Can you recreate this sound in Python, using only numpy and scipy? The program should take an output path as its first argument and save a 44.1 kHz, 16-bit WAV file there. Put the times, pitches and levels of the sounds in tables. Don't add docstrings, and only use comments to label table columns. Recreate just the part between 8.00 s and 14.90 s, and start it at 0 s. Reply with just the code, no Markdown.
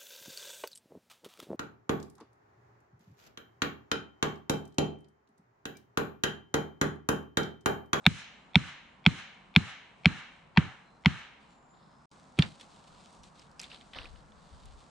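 import sys
import numpy as np
from scipy import signal
from scipy.io import wavfile
from scipy.ndimage import uniform_filter1d

SR = 44100
rng = np.random.default_rng(int(sys.argv[2]) if len(sys.argv) > 2 else 0)


def decibels_to_gain(level_db):
    exponent = np.asarray(level_db, float) / 20
    return 10 ** exponent


def int16_out(signal):
    q = np.round(np.clip(np.atleast_2d(signal).T, -1, 1) * 32767)
    wavfile.write(sys.argv[1], SR, q.astype(np.int16))


N = 304274

CUT_S = (4.058, 4.112)

# (frequency [Hz], level per Hz [dB])
AIR_SPECTRUM = [(15, -42), (25, -8), (64, 0), (118, -8.5), (151, 4.5), (208, 6), (315, -8.5), (945, -3),
                (1300, -8), (1870, -19.5), (2050, -23), (2300, -21.5), (2990, -43.5), (5060, -120)]
AIR_DB = (-60.5, -58.5)
TREETOP_DB, QUIET_TOP_HZ = -83, 11000

# (start [s], length [s], level [dB], tread weight [0 light to 1 heavy])
RUSTLES = [(3.388, 0.15, -76.5, 0.23), (3.672, .015, -90, 0.4), (3.728, 0.2, -79, 0.76),
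           (4.361, 0.058, -60, .4), (4.384, 0.13, -59.5, 0.2), (4.59, 0.017, -58.5, .2),
           (4.689, 0.16, -72, 0.18), (4.862, 0.2, -70.5, 0.16), (5.223, 0.048, -69, 0.07),
           (5.346, 0.075, -66.5, 0.21), (5.595, 0.064, -57, 0.23), (5.693, 0.05, -54.5, 0.39),
           (5.796, 0.015, -66, .4), (5.925, 0.12, -55.5, 0.58), (5.946, 0.029, -65.5, 1.08),
           (6.15, .05, -76, 0.66), (6.35, .25, -77, 0.7), (6.611, 0.11, -74.5, 0.46),
           (6.769, 0.054, -78, .2)]
RUSTLE_ATTACK_S, RUSTLE_RELEASE_S = .012, .028
BODY_DB, TREBLE_DB = (-13, 24), (2.5, -49.5)
LITTER_DB, LITTER_WEIGHT = (-83, -72.5), 0.05

# (time [s], peak level [dB], bending mode [Hz], bending level [dB], upper mode level [dB])
BLOWS = [
    (0.0643, -5.5, 810, -14.5, 1.5),
    (0.5558, -6.5, 850, -14, 1.5),
    (1.0632, -5, 850, -18, -2.5),
    (1.562, -3.5, 845, -21, -3),
    (2.0567, -4, 740, -20.5, -10.5),
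    (2.5729, -13, 950, -2.5, -6),
    (3.0587, -7, 950, -15.5, -7),
]
# (length mode [Hz], upper mode [Hz], thud [dB], far echo [dB], echo tilt [dB per octave])
LANDINGS = [
    (2300, 3640, -17, -15.5, 3.5),
    (2270, 3530, -15.5, -15, 0.5),
    (2330, 3370, -15, -14.5, 1),
    (2350, 3530, -15, -14, 0.5),
    (2294, 3550, -15.5, -16, -1),
    (2230, 4050, -13, -34.5, -3),
    (2153, 3500, -15.5, -17, -1),
]
# (frequency [Hz], level [dB], left minus right [dB])
SIDE_MODES = [(1674, -13.5, 6.5), (3185, -9, -3.5), (4330, -17, 3.5), (5360, -24, 8), (7096, -34.5, 5)]
# (frequency [Hz], level [dB], t60 [s])
HEAD_RING = [(4100, -45, .35), (7500, -62, .4)]
LEAD_S, CONTACT_S = 0.00028, 0.002
AFTER_DB, AFTER_S = -11, 0.0024
CRACK_DB, CRACK_PER_TILT = -38.5, 2.2

# (frequency [Hz], level [dB], t60 [s])
TRUNK_BANDS = [(403.7, -64.5, 0.63), (740, -59, 0.48), (965, -49, 0.67), (1512, -42, 0.57),
               (1950, -42.5, 1), (2630, -42, 0.99), (3500, -44.5, 0.82), (5700, -53, 0.6),
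               (6670, -56, 0.21), (8600, -61, 0.14)]
BLOOM_S, NEAR_S = .135, 0.083
TRUNK_LIKE = 0.5
NEAR_DB, NEAR_PER_TILT = -7, -1.1

# (frequency [Hz], level [dB], spread [s])
SOIL_PACKETS = [(179.8, -1, .0058), (75, -15.5, 0.011), (252, -13, 0.0021), (135, -11, 0.0027)]
ARRIVALS_S = (.0117, .014, .0095, .024)
# (delay [s], level [dB], side level [dB])
SOIL_ECHOES = [(0.041, -26.5, -3), (.05, -27.5, -16.5)]
# (time [s], level [dB], pitch ratio [1])
POLE = (4.3883, -16, .88)
RUMBLE_DB, RUMBLE_S = -22, .045

# (start [s], length [s], pitch [Hz], level [dB], sag [Hz per s])
BIRDS = [
    (.33, .17, 7450, -88, 3000),
    (.72, .22, 7250, -88, 1500),
    (2.82, .15, 4090, -80, 300),
    (3.46, .32, 7170, -80, 200),
    (3.8, .13, 7050, -91, 800),
    (3.79, .28, 5150, -83, 100),
]
BIRD_EDGE_S = .025

# (time [s], peak level [dB], mode [Hz], treble level [dB])
SNAPS = [(4.3880, -15.5, 333, -25), (4.3888, -16.5, 2440, -9.5), (4.3922, -16.5, 3240, -37),
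         (4.4223, -12, 3500, -43), (4.4294, -45, 2430, -24), (4.6106, -36.5, 3400, -7.5),
         (4.8771, -57, 3700, -0.5), (5.129, -64, 3220, 10.5), (5.2335, -48, 5700, -5),
         (5.3948, -43, 5200, -17), (5.5144, -54, 5030, -3), (5.5946, -35.5, 2620, 1.5),
         (5.5985, -28.5, 5030, -17), (5.6148, -42.5, 2580, 7), (5.6323, -37, 2460, -6),
         (5.6411, -33.5, 3500, -18), (5.7159, -35, 2730, -31), (5.744, -39.5, 3470, -24.5),
         (5.8104, -43, 3150, -18), (5.934, -35.5, 3040, -35), (5.9472, -36, 3060, -34),
         (5.9623, -38, 3500, -29), (5.986, -26.5, 2900, -37), (6.0174, -40, 2820, -34),
         (6.0551, -33, 2500, -26), (6.1588, -47.5, 2960, -24), (6.3204, -51.5, 3550, -23),
         (6.6555, -55, 3280, 7.5), (6.7854, -66, 3800, -21), (6.8104, -55, 3670, -10.5)]
SNAP_PAN_DB = -1

# (start [s], length [s], level [dB], left minus right [dB])
GUSTS = [
    (4.88, 0.086, -66, 3),
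    (5.15, 0.089, -62, 6),
    (5.4, 0.6, -71, 4),
    (5.928, 0.21, -54.5, 10),
    (6.15, 0.41, -66, 10.5),
    (6.499, 0.026, -48.5, -6),
    (6.603, 0.17, -54, 3),
]
GUST_EDGE_S = .04

GHOST_S = .0107
GHOST_DB, LOW_GHOST_DB = (-28, -44), -21

APART = np.array([[1], [-1]])


def band(x, lo_hz, hi_hz, order=2):
    edges = [lo_hz, min(hi_hz, .45 * SR)]
    return signal.sosfilt(signal.butter(order, edges, "band", fs=SR, output="sos"), x)


def unit(x):
    return x / np.sqrt(np.mean(x ** 2))


def pan(db):
    return decibels_to_gain(np.array([db, -db]) / 2).reshape(2, -1)


def add(out, s, x):
    i = int(s * SR)
    out[:, i:i + x.shape[-1]] += x[..., :N - i]


def curves(start, length, attack, release):
    t = np.arange(N) / SR - start
    return np.clip(t / attack, 0, 1) ** 2 * np.exp(-np.clip(t - length, 0, None) / release)


def walk(rate):
    k = int(SR / rate)
    held = np.repeat(rng.standard_normal(N // k + 1), k)
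    return 1.3 * uniform_filter1d(uniform_filter1d(held, k), k)[:N]


def air():
    out, (hz_at, db_at) = 0, np.transpose(AIR_SPECTRUM)
    for hz in 30 * 2 ** np.arange(0, 7, 1 / 3):
        mid, side = band(rng.standard_normal((2, N)), hz / 1.18, hz * 1.18)
        db = np.interp(np.log(hz), np.log(hz_at), db_at) + walk(6)
        width = np.clip(0.2 + hz / 1500., 0, .8)
        out = out + decibels_to_gain(db) * (mid + width * side * APART)
    treetops = decibels_to_gain(TREETOP_DB) * unit(band(rng.standard_normal((2, N)), 1800, 5500))
    level = decibels_to_gain(np.where(np.arange(N) / SR < CUT_S[1], *AIR_DB))
    return unit(out) * level + treetops


def leaves():
    struck = rng.random((3, N)) < .2
    size = decibels_to_gain(2.8 * np.minimum(rng.exponential(size=(3, N)), 6))
    grains = rng.standard_normal((3, N)) * struck * size
    grains = grains[0] + .6 * grains[1:]
    clumps = decibels_to_gain(2.8 * walk(160))
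    middle = unit(band(grains, 2100, 4200, order=3))
    body = unit(band(grains, 220, 2800, order=3))
    treble = unit(band(grains, 4460, 8600, order=3))

    def tread(weight):
        body_gain = decibels_to_gain(BODY_DB[0] + BODY_DB[1] * weight)
        treble_gain = decibels_to_gain(TREBLE_DB[0] + TREBLE_DB[1] * weight)
        return middle + body_gain * body + treble_gain * treble

    stir_db = np.where(np.arange(N) / SR < CUT_S[1], *LITTER_DB) + 1.79 * walk(9)
    out = decibels_to_gain(stir_db) * tread(LITTER_WEIGHT)
    for s, length, db, weight in RUSTLES:
        swell = curves(s, length, RUSTLE_ATTACK_S, RUSTLE_RELEASE_S)
        out = out + decibels_to_gain(db) * clumps * swell * tread(weight)
    return out


def stake():
    out, t = np.zeros((2, N)), np.arange(9000) / SR
    rise = np.sin(np.pi / 2 * np.clip(t / .0009, 0, 1)) ** 2
    held = rise / (1 + (t / CONTACT_S) ** 5) + decibels_to_gain(AFTER_DB) * rise * np.exp(-t / AFTER_S)
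    turn = 2 * np.pi * (t - .0014)
    for (s, db, bend_hz, bend_db, upper_db), (hz, upper_hz, *_, tilt_db) in zip(BLOWS, LANDINGS):
        modes = decibels_to_gain(-1.5) * np.sin(hz * turn) * pan(2.3)
        modes = modes + decibels_to_gain(upper_db - 3.0) * np.sin(upper_hz * turn) * pan(-3.7)
        modes = modes + sum(decibels_to_gain(d) * np.cos(f * turn) * pan(p) for f, d, p in SIDE_MODES)

        grit = rng.standard_normal((2, len(t)))
        crack = unit(band(grit[0] + .6 * grit[1] * APART, 6500, 12000)) * pan(2.5)
        crack = decibels_to_gain(CRACK_DB + CRACK_PER_TILT * tilt_db) * crack

        bend_fade = rise / (1 + (t / .003) ** 4)
        bend = decibels_to_gain(.85 * bend_db + 1.5) * np.cos(bend_hz * turn) * bend_fade * pan(2.5)

        fibres = unit(band(grit[1] + 0.38 * grit[0] * APART, 1100, 2924, order=3))
        fibres = decibels_to_gain(bend_db + 4.0) * fibres * rise * np.exp(-t / 0.004)

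        ring = sum(decibels_to_gain(d) * unit(band(grit, f / 1.02, f * 1.02)) * 1000 ** (-t / t60)
                   for f, d, t60 in HEAD_RING)
        add(out, s - LEAD_S, decibels_to_gain(db) * (held * (crack - modes) - bend + fibres + rise * ring))
    return out


def trunks():
    out, t = np.zeros((2, N)), np.arange(int(.9 * SR)) / SR
    for (s, *_), (*_, far_db, tilt_db) in zip(BLOWS, LANDINGS):
        near = decibels_to_gain(NEAR_DB + NEAR_PER_TILT * tilt_db) * np.exp(-t / NEAR_S)
        for hz, db, t60 in TRUNK_BANDS:
            mid, side = band(rng.standard_normal((2, len(t))), hz / 1.3, hz * 1.2, order=5)
            bloom = np.clip(t / BLOOM_S, 0, 1) ** 1.8
            far = decibels_to_gain(far_db) * bloom * 1000 ** (-np.clip(t - BLOOM_S, 0, 1) / t60)
            fade = (far + near) * np.clip(t / 0.005, 0, 1)
            like = np.clip(TRUNK_LIKE * 2000 / hz, 0, .9)
            both = np.sqrt(1 + like) * unit(mid) + np.sqrt(1 - like) * unit(side) * APART
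            add(out, s, decibels_to_gain(db + tilt_db * np.log2(hz / 2000)) * fade * both)
    return out


def ground():
    out, t = np.zeros((2, N)), np.arange(9000) / SR
    thuds = [(blow[0], landing[2], 1) for blow, landing in zip(BLOWS, LANDINGS)]
    for s, db, pitch in thuds + [POLE]:
        wave = 0
        for (hz, d, spread), late in zip(SOIL_PACKETS, ARRIVALS_S):
            packet = np.exp(-((t - late) / spread) ** 2)
            wave = wave - decibels_to_gain(d) * packet * np.cos(2 * np.pi * pitch * hz * (t - late))
        wave = wave * np.clip(t / .003, 0, 1)
        add(out, s, decibels_to_gain(db + 7.0) * wave * pan(-1.3))
        for late, d, side_db in SOIL_ECHOES:
            add(out, s + late, decibels_to_gain(db + d) * wave * (1 + decibels_to_gain(side_db + 3.5) * APART))

        noise = rng.standard_normal((3, len(t)))
        rumble = unit(band(noise[0] + 1.7 * noise[1:], 76, 190))
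        rumble = rumble * np.clip(t / 0.0067, 0, 1) * np.exp(-(t / RUMBLE_S / 2) ** 2)
        add(out, s, decibels_to_gain(db + RUMBLE_DB) * rumble)
    return signal.sosfiltfilt(signal.butter(2, 45, "high", fs=SR, output="sos"), out)


def birds():
    out, t = 0, np.arange(N) / SR
    for s, length, hz, db, sag in BIRDS:
        pitch = hz - sag * (t - s - length / 2)
        flicker = decibels_to_gain(2.5 * walk(50))
        whistle = flicker * np.sin(2 * np.pi * np.cumsum(pitch + 3e5 / hz * walk(600)) / SR)
        out = out + curves(s, length, BIRD_EDGE_S, BIRD_EDGE_S) * decibels_to_gain(db + 3.0) * whistle
    return out * pan(0.63)


def snaps():
    out, t = np.zeros((2, N)), np.arange(6000) / SR
    rise = np.clip(t / .0006, 0, 1) ** 2
    for s, db, hz, treble_db in SNAPS:
        grit = rng.standard_normal((5, len(t)))
        mode = np.sin(2 * np.pi * hz * t) * np.exp(-t / (0.0013 + 0.95 / hz))
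        tail = unit(band(grit[0] + .4 * grit[1:3], hz / 2, hz * 1.3, order=3))
        tail = .35 * tail * np.exp(-t / .003)
        wash = decibels_to_gain(-22.5) * unit(band(grit[3:], 620, 3300, order=3)) * np.exp(-t / 0.021)
        splinter = decibels_to_gain(treble_db) * unit(band(grit[2], 4500, 9500)) * np.exp(-t / .0014)
        add(out, s, decibels_to_gain(db) * rise * (mode + tail + wash + splinter) * pan(SNAP_PAN_DB))
    return out


def wind():
    gusts = sum(decibels_to_gain(db) * curves(s, length, GUST_EDGE_S, GUST_EDGE_S) * pan(pan_db)
                for s, length, db, pan_db in GUSTS)
    noise = rng.standard_normal((3, N))
    return gusts * unit(band(noise[0] + 1.9 * noise[1:], 20.4, 74.0))


def scene():
    t = np.arange(N) / SR
    gate = np.clip(np.maximum(CUT_S[0] - t, t - CUT_S[1]) / 0.00282, 0, 1)
    quiet = air() + leaves() + trunks() + birds() + snaps() + wind()
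    quiet = signal.sosfilt(signal.butter(5, QUIET_TOP_HZ, fs=SR, output="sos"), quiet)
    return gate * (stake() + ground() + quiet)


def top_cut(x):
    return signal.sosfilt(signal.butter(12, 16560, fs=SR, output="sos"), x)


def record(dry):
    step = int(GHOST_S * SR)
    thin, low = band(dry, 1500, 10000, order=1), band(dry, 450, 1200)
    ghosts = sum(decibels_to_gain(db) * np.roll(thin, -(k + 1) * step, axis=1) for k, db in enumerate(GHOST_DB))
    low_ghosts = np.roll(low, -step, axis=1) + np.roll(low, -step // 2, axis=1)
    ghosts = ghosts + decibels_to_gain(LOW_GHOST_DB) * low_ghosts
    return top_cut(np.clip(dry + ghosts, -1, 1))


dry = scene()
out = record(dry)
int16_out(out)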